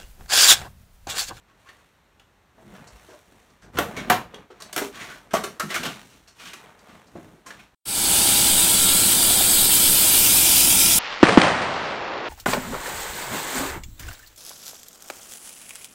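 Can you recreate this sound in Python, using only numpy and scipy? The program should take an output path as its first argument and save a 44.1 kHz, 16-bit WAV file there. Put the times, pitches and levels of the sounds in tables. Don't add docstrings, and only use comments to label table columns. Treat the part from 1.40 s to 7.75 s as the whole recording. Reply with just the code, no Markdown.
import sys
import numpy as np
from scipy import signal
from scipy.fft import rfft, irfft, next_fast_len
from scipy.io import wavfile

SR = 44100
rng = np.random.default_rng(int(sys.argv[2]) if len(sys.argv) > 2 else 0)


def dump_mix(stems):
    frames = np.atleast_2d(stems).T
    limited = np.clip(frames, -1, 1)
    pcm = np.round(limited * 32767).astype(np.int16)
    wavfile.write(sys.argv[1], SR, pcm)


N = 279939


def amp(db):
    return 10 ** (np.asarray(db) / 20)


def unit(x):
    return x / np.sqrt(np.mean(x ** 2) + 1e-20)


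def along(points, hz):
    f, v = np.transpose(points)
    return np.interp(np.log(hz + 1), np.log(f + 1), v)


def filtered(x, response):
    m = next_fast_len(x.shape[-1] + 8192)
    spectrum = rfft(x, m) * response(np.fft.rfftfreq(m, 1 / SR))
    return irfft(spectrum, m)[..., :x.shape[-1]]


def mode(f, hz, width_hz):
    return 1j * f * width_hz / (hz * hz - f * f + 1j * f * width_hz)


def grains(count, spread_db, smooth):
    size = amp(spread_db * rng.standard_normal(count // smooth + 1))
    return rng.standard_normal(count) * np.repeat(size, smooth)[:count]


# f/Hz, level/dB per Hz
TONE_SPECTRUM = [(13, -52.5), (22, 6), (49, 5), (170, -2.5), (359, -6), (717, -8.5), (779, -6.5),
                 (1830, -10.5), (2780, -16), (3870, -18.5), (4830, -22), (10200, -28), (15200, -26),
                 (16300, -40)]
TONE_RMS_DB = -59.5


def room_tone():
    hush = filtered(rng.standard_normal(N), lambda f: amp(along(TONE_SPECTRUM, f)))
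    return amp(TONE_RMS_DB) * unit(hush)


# f/Hz, t60/s
WALL_DECAY = [(100, 0.59), (300, 0.29), (800, 0.24), (2000, 0.23), (5000, 0.26), (13000, 0.23)]


def walls(x, wet_db):
    hz, t, z = signal.stft(rng.standard_normal(SR // 2), SR, nperseg=256)
    decay = amp(-60 * t / along(WALL_DECAY, hz)[:, None])
    tail = signal.istft(z * decay, SR, nperseg=256)[1]
    tail = np.pad(tail / np.linalg.norm(tail), (round(0.0029 * SR), 0))
    return x + amp(wet_db) * signal.fftconvolve(x, tail)[:len(x)]


# f/Hz, width/Hz, relative level/dB
RUBBLE_MODES = [(370, 120, -4), (661, 89, 0.5), (1137, 42, -0.5), (1369, 86, 5), (1576, 160, -5),
                (1955, 230, 3), (2130, 60, -34), (3784, 38, -0.5), (6260, 230, -35), (7020, 120, -6)]
# f/Hz, level/dB per Hz
SPLINTER_SPECTRUM = [(2500, -22), (4500, 5), (8000, -2), (12000, -1.5), (16000, -5.5)]


def fracture_paths(f, hz, tilt):
    rubble = sum((-1) ** k * amp(db) * mode(f, centre_hz, width_hz)
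                 for k, (centre_hz, width_hz, db) in enumerate(RUBBLE_MODES))
    rattle = (rubble + 0.67 * mode(f, 1700, 3540)) * mode(f, hz, 3.33 * hz)
    knock = (rubble + 0.34) * mode(f, 548, 1100) ** 2
    top_lift = (1 + (f / 11000) ** 4) ** tilt
    treble = amp(along(SPLINTER_SPECTRUM, f)) * mode(f, 9130, 16000) * top_lift
    return [rattle, knock, treble]


# t/s, rattle level/dB, treble level/dB re rattle, shard f/Hz, crush t60/s, rise time constant/ms
CRUNCHES = [ (0.076, -51.5, -10, 1102, 0.14, 11), (0.253, -48, -30, 1106, 0.21, 7.2),
            (.287, -39, -9, 1597, 0.043, 1.8), (0.381, -50, -13, 1155, 0.12, 12),
            (0.796, -44.5, -11, 3174, 0.018, 1.2), (1.349, -48, -10.5, 1444, .1, 1.1),
            (1.47, -57.5, 17, 1370, 0.059, 4), (1.68, -47, -3, 1027, .21, 15),
            (2.1, -64, 6, 1190, 0.046, 1), (2.213, -46, -2.5, 1580, .13, 10),
            (2.34, -50.5, -3, 1370, 0.26, 1.5), (2.366, -22, -13, 1367, 0.1, 6),
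            (2.387, -14.5, 2.5, 1360, 0.017, 0.18), (2.564, -30.5, -11.5, 2100, 0.16, 1.5),
            (2.698, -6, -1.5, 1550, 0.033, 1.5), (2.716, -13.5, -27.5, 1048, 0.053, 3),
            (2.943, -35.5, -17.5, 3230, .02, .7), (3.103, -50.5, -11, 1317, 0.123, 0.79),
            (3.201, -38, 1.5, 1120, 0.047, 2), (3.221, -36, 4.5, 3890, 0.026, 0.5),
            (3.328, -31.5, 3.5, 3670, .03, .5), (3.362, -15.5, 2, 1537, 0.019, 0.74),
            (3.377, -20, -0.5, 1420, .047, 0.56), (3.528, -37.5, -10, 1662, 0.35, 15),
            (3.592, -33.5, -18.5, 2070, 0.24, 8.8), (3.685, -35.5, -15, 1498, .2, 12),
            (3.908, -43, -6.5, 1538, .19, 0.76), (3.934, -25.5, 0, 963, 0.14, 0.67),
            (3.949, -24, -27.5, 1172, 0.084, 0.74), (4.036, -27.5, 0, 1354, 0.086, 0.79),
            (4.196, -20.5, 2, 1310, .037, 1.6), (4.203, -20.5, -34, 1333, 0.035, 1.9),
            (4.285, -35.5, -22, 1804, 0.2, 7.2), (4.3, -28, -7.5, 2000, 0.19, 2.5),
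            (4.338, -8.5, -3, 2194, 0.065, 12.8), (4.358, -17, -20, 1442, 0.039, 3.7),
            (4.431, -26, -3.5, 2622, 0.056, 1.1), (4.446, -23.5, -10, 3096, 0.11, 4),
            (4.695, -47, -4, 2820, .13, 16), (4.872, -52, 3, 2814, 0.15, 2.1),
            (4.977, -37.5, -7.5, 2490, 0.3, 18), (5.047, -35, -8, 2930, 0.19, 10),
            (5.131, -31, -2.5, 2530, 0.039, 1.8), (5.23, -46, -25, 985, 0.069, 9.5),
            (5.39, -60.5, 11, 2400, .05, 2), (5.467, -47, -9.5, 1210, 0.32, 19),
            (5.669, -60.5, 8.5, 1200, .05, 1.2), (5.755, -56, -21, 574, 0.29, 2.5),
            (6.061, -42, 0, 1054, 0.16, .76), (6.104, -36, -31, 1723, 0.039, 1.3),
            (6.187, -39, -16, 2560, .07, 8.3)]
KNOCK_DB, KNOCK_LOSS_DB = -12, 12
BRIGHTER_PER_DB = 0.05
CLINK_DB, CLINK_LOSS_DB = 0.5, 5.5
CLINK_LOSS_PER_TREBLE_DB = 0.2


def crunches():
    out, t = np.zeros(N + SR), np.arange(SR // 2) / SR
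    for start_s, db, treble_db, hz, crush_s, rise_ms in CRUNCHES:
        knock_db = KNOCK_DB - KNOCK_LOSS_DB * np.log10(rise_ms)
        tilt = BRIGHTER_PER_DB * (db + knock_db + 32)

        onset = (1 - np.exp(-1000 * t / rise_ms)) ** 2
        press = amp(-60 * (t / crush_s) ** 1.193)
        force = onset * (press + 0.58 * amp(-60 * t / 0.0048))

        burst = grains(len(t), spread_db=2.5, smooth=70) * force
        parts = filtered(burst, lambda f: fracture_paths(f, hz, tilt))
        rattle, knock, treble = parts * np.linalg.norm(force) / np.linalg.norm(parts, axis=1)[:, None]

        waver = np.cumsum(rng.normal(0, 8e-5 * hz, len(t)))
        clink = onset * press * np.sin(2 * np.pi * hz * t + waver)
        clink_db = CLINK_DB - CLINK_LOSS_PER_TREBLE_DB * (treble_db + 8.5)
        clink_db -= CLINK_LOSS_DB * np.log10(crush_s / 0.12)

        crack = rattle + amp(knock_db) * knock + amp(treble_db) * treble + amp(clink_db) * clink
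        out[round(start_s * SR):][:len(t)] += amp(db) * walls(crack, wet_db=-2.5)
    return out[:N]


# t/s, length/s, grit level/dB, floor weight level/dB, fine dust level/dB, grit f/Hz
SCRAPES = [ (0.127, .55, -66, -70, -65, 1300), (1.135, 0.4, -61, -56, -66, 798),
           (1.269, 0.42, -54, -59.5, -63, 1055), (1.502, 0.49, -64.5, -65.5, -57.5, 1000),
           (1.862, 0.45, -65, -58.5, -64.5, 1080), (2.218, .14, -56, -49, -80, 690),
           (2.323, 0.33, -39.5, -38.5, -50, 960), (2.535, 0.31, -42.5, -38.5, -62.5, 1256),
           (2.676, 0.24, -40.5, -52, -77, 1060), (2.887, 0.21, -50.5, -47.5, -71, 1177),
           (3.137, 0.38, -52.5, -54, -65, 1390), (3.35, 0.17, -41.5, -61, -35.5, 996),
           (3.509, 0.37, -48, -47.5, -48.5, 1576), (3.746, 0.54, -58, -58, -68, 900),
           (3.924, 0.36, -49, -55.5, -58, 910), (4.218, 0.45, -56, -62, -45.5, 1487),
           (4.352, 0.32, -43, -44, -54, 1760), (4.58, 0.35, -69, -57.5, -56.5, 1500),
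           (4.946, 0.34, -58.5, -55.5, -53, 2300), (5.166, 0.28, -51, -56.5, -62, 1080),
           (5.369, 0.4, -54.5, -57.5, -61, 1050), (5.64, 0.25, -68.5, -57, -71, 930),
           (5.712, 0.41, -56.5, -52.5, -63, 750), (6.046, 0.29, -54.5, -52, -60, 1500)]
PRESS_SKEW, PRESS_SHARP = 0.61, 1.47


def pressure(t):
    start_s, length_s = np.transpose(SCRAPES)[:2, :, None]
    progress = np.clip((t - start_s) / length_s, 0, 1)
    return np.abs(np.sin(np.pi * progress ** PRESS_SKEW)) ** PRESS_SHARP


# f/Hz, level/dB per Hz
GRIT_SPECTRUM = [(200, -56), (600, 5), (1500, 2.5), (3000, -4), (5000, -14.5), (9000, -36)]
# f/Hz, level/dB per Hz
DUST_SPECTRUM = [(2060, -4.5), (3500, -4), (4920, -6), (5860, -5.5), (8900, -7), (10300, -5),
                 (12800, -13.5), (15300, -4.5), (16300, -30)]
# f/Hz, level/dB per Hz
WEIGHT_SPECTRUM = [(20, -19), (40, -2.5), (70, -15.5), (130, -7), (220, -4.5), (500, -15.5), (800, -23.5),
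                   (1200, -48)]


def drag():
    *levels_db, pitch_hz = np.transpose(SCRAPES)[2:]
    grit_gain, weight_gain, dust_gain = amp(levels_db) @ pressure(np.arange(N) / SR)
    rub = grains(N, spread_db=3.0, smooth=120)

    hz, t, z = signal.stft(rub, SR, nperseg=512)
    share = amp(levels_db[0])[:, None] * (pressure(t) + 1e-6)
    shift = 1500 * share.sum(0) / (pitch_hz @ share)
    shape = amp(along(GRIT_SPECTRUM, hz[:, None] * shift))
    shape = shape / np.sqrt(np.mean(shape ** 2, axis=0))
    grit = signal.istft(z * shape, SR, nperseg=512)[1][:N]

    dust = filtered(rub, lambda f: amp(along(DUST_SPECTRUM, f)))
    weight_noise = grains(N, spread_db=3.0, smooth=900)
    weight = filtered(weight_noise, lambda f: amp(along(WEIGHT_SPECTRUM, f)))

    near = grit_gain * unit(grit) + dust_gain * unit(dust)
    return walls(near, wet_db=-8.0) + weight_gain * unit(weight)


# t/s, level/dB, f/Hz, t60/s
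THUDS = [ (.799, -52, 800, .06), (1.18, -48, 650, .14), (1.263, -42, 133, .25), (1.33, -41.5, 185, 0.13),
         (1.396, -43, 124, 0.21), (1.528, -48, 58.5, 0.28), (1.687, -42.5, 375, 0.15),
         (1.729, -42, 600, 0.095), (2.241, -47.5, 55, .25), (2.348, -33, 72, 0.29),
         (2.384, -21.5, 708, 0.24), (2.386, -24, 262, 0.14), (2.573, -32, 258, 0.18),
         (2.7, -10, 733, 0.085), (2.7, -20.5, 223, 0.13), (2.704, -23.5, 113.6, 0.097),
         (2.746, -41, 60, .3), (2.759, -36, 253, .14), (2.938, -37, 420, 0.12), (3.102, -41, 423, 0.12),
         (3.364, -25.5, 423, 0.076), (3.371, -33.5, 190, .15), (3.381, -29, 428, 0.068),
         (3.416, -20.5, 400, 0.093), (3.935, -21.5, 218, 0.084), (3.938, -9, 657, 0.043),
         (4.036, -30.5, 349, 0.14), (4.218, -30, 646, 0.08), (4.233, -31, 200, 0.18),
         (4.398, -29, 166, .09), (4.431, -30.5, 508, 0.16), (4.46, -30.5, 209, 0.17),
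         (5.135, -49, 210, 0.12), (5.527, -43.5, 175, 0.19), (5.752, -34, 160, 0.15),
         (5.753, -36, 314, 0.16), (5.755, -40, 668, 0.086), (5.87, -49, 173, .17), (6.069, -43, 195, .08)]
PUFF_WIDTH = 1.3


def thuds():
    out, t = np.zeros(N + SR), np.arange(SR // 2) / SR
    for start_s, db, hz, t60_s in THUDS:
        fall = amp(-60 * t / t60_s) * (1 - np.exp(-t / 0.00092))
        puff = unit(filtered(rng.standard_normal(len(t)), lambda f: mode(f, hz, PUFF_WIDTH * hz) ** 2))
        note = np.sin(2 * np.pi * hz * t)
        landing = fall * (0.9 * note + 0.77 * puff)
        out[round(start_s * SR):][:len(t)] += amp(db) * walls(landing, wet_db=-4.0)
    return out[:N]


def scene():
    return (room_tone() + crunches() + drag() + thuds())[None]


# f/Hz, level/dB
MICROPHONE_RESPONSE = [(20, -31.5), (45, -2), (4300, -1), (4900, -5.5), (5600, -0.5), (9300, -1.5),
                       (10300, -8), (11500, -2.5), (16000, -8.5)]
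TOP_HZ = 16200


def record(dry):
    rounded = dry / (1 + np.abs(dry / 1.3) ** 4) ** (1 / 4)
    return filtered(rounded, lambda f: amp(along(MICROPHONE_RESPONSE, f)) * (f < TOP_HZ))


dry = scene()
out = record(dry)
dump_mix(out)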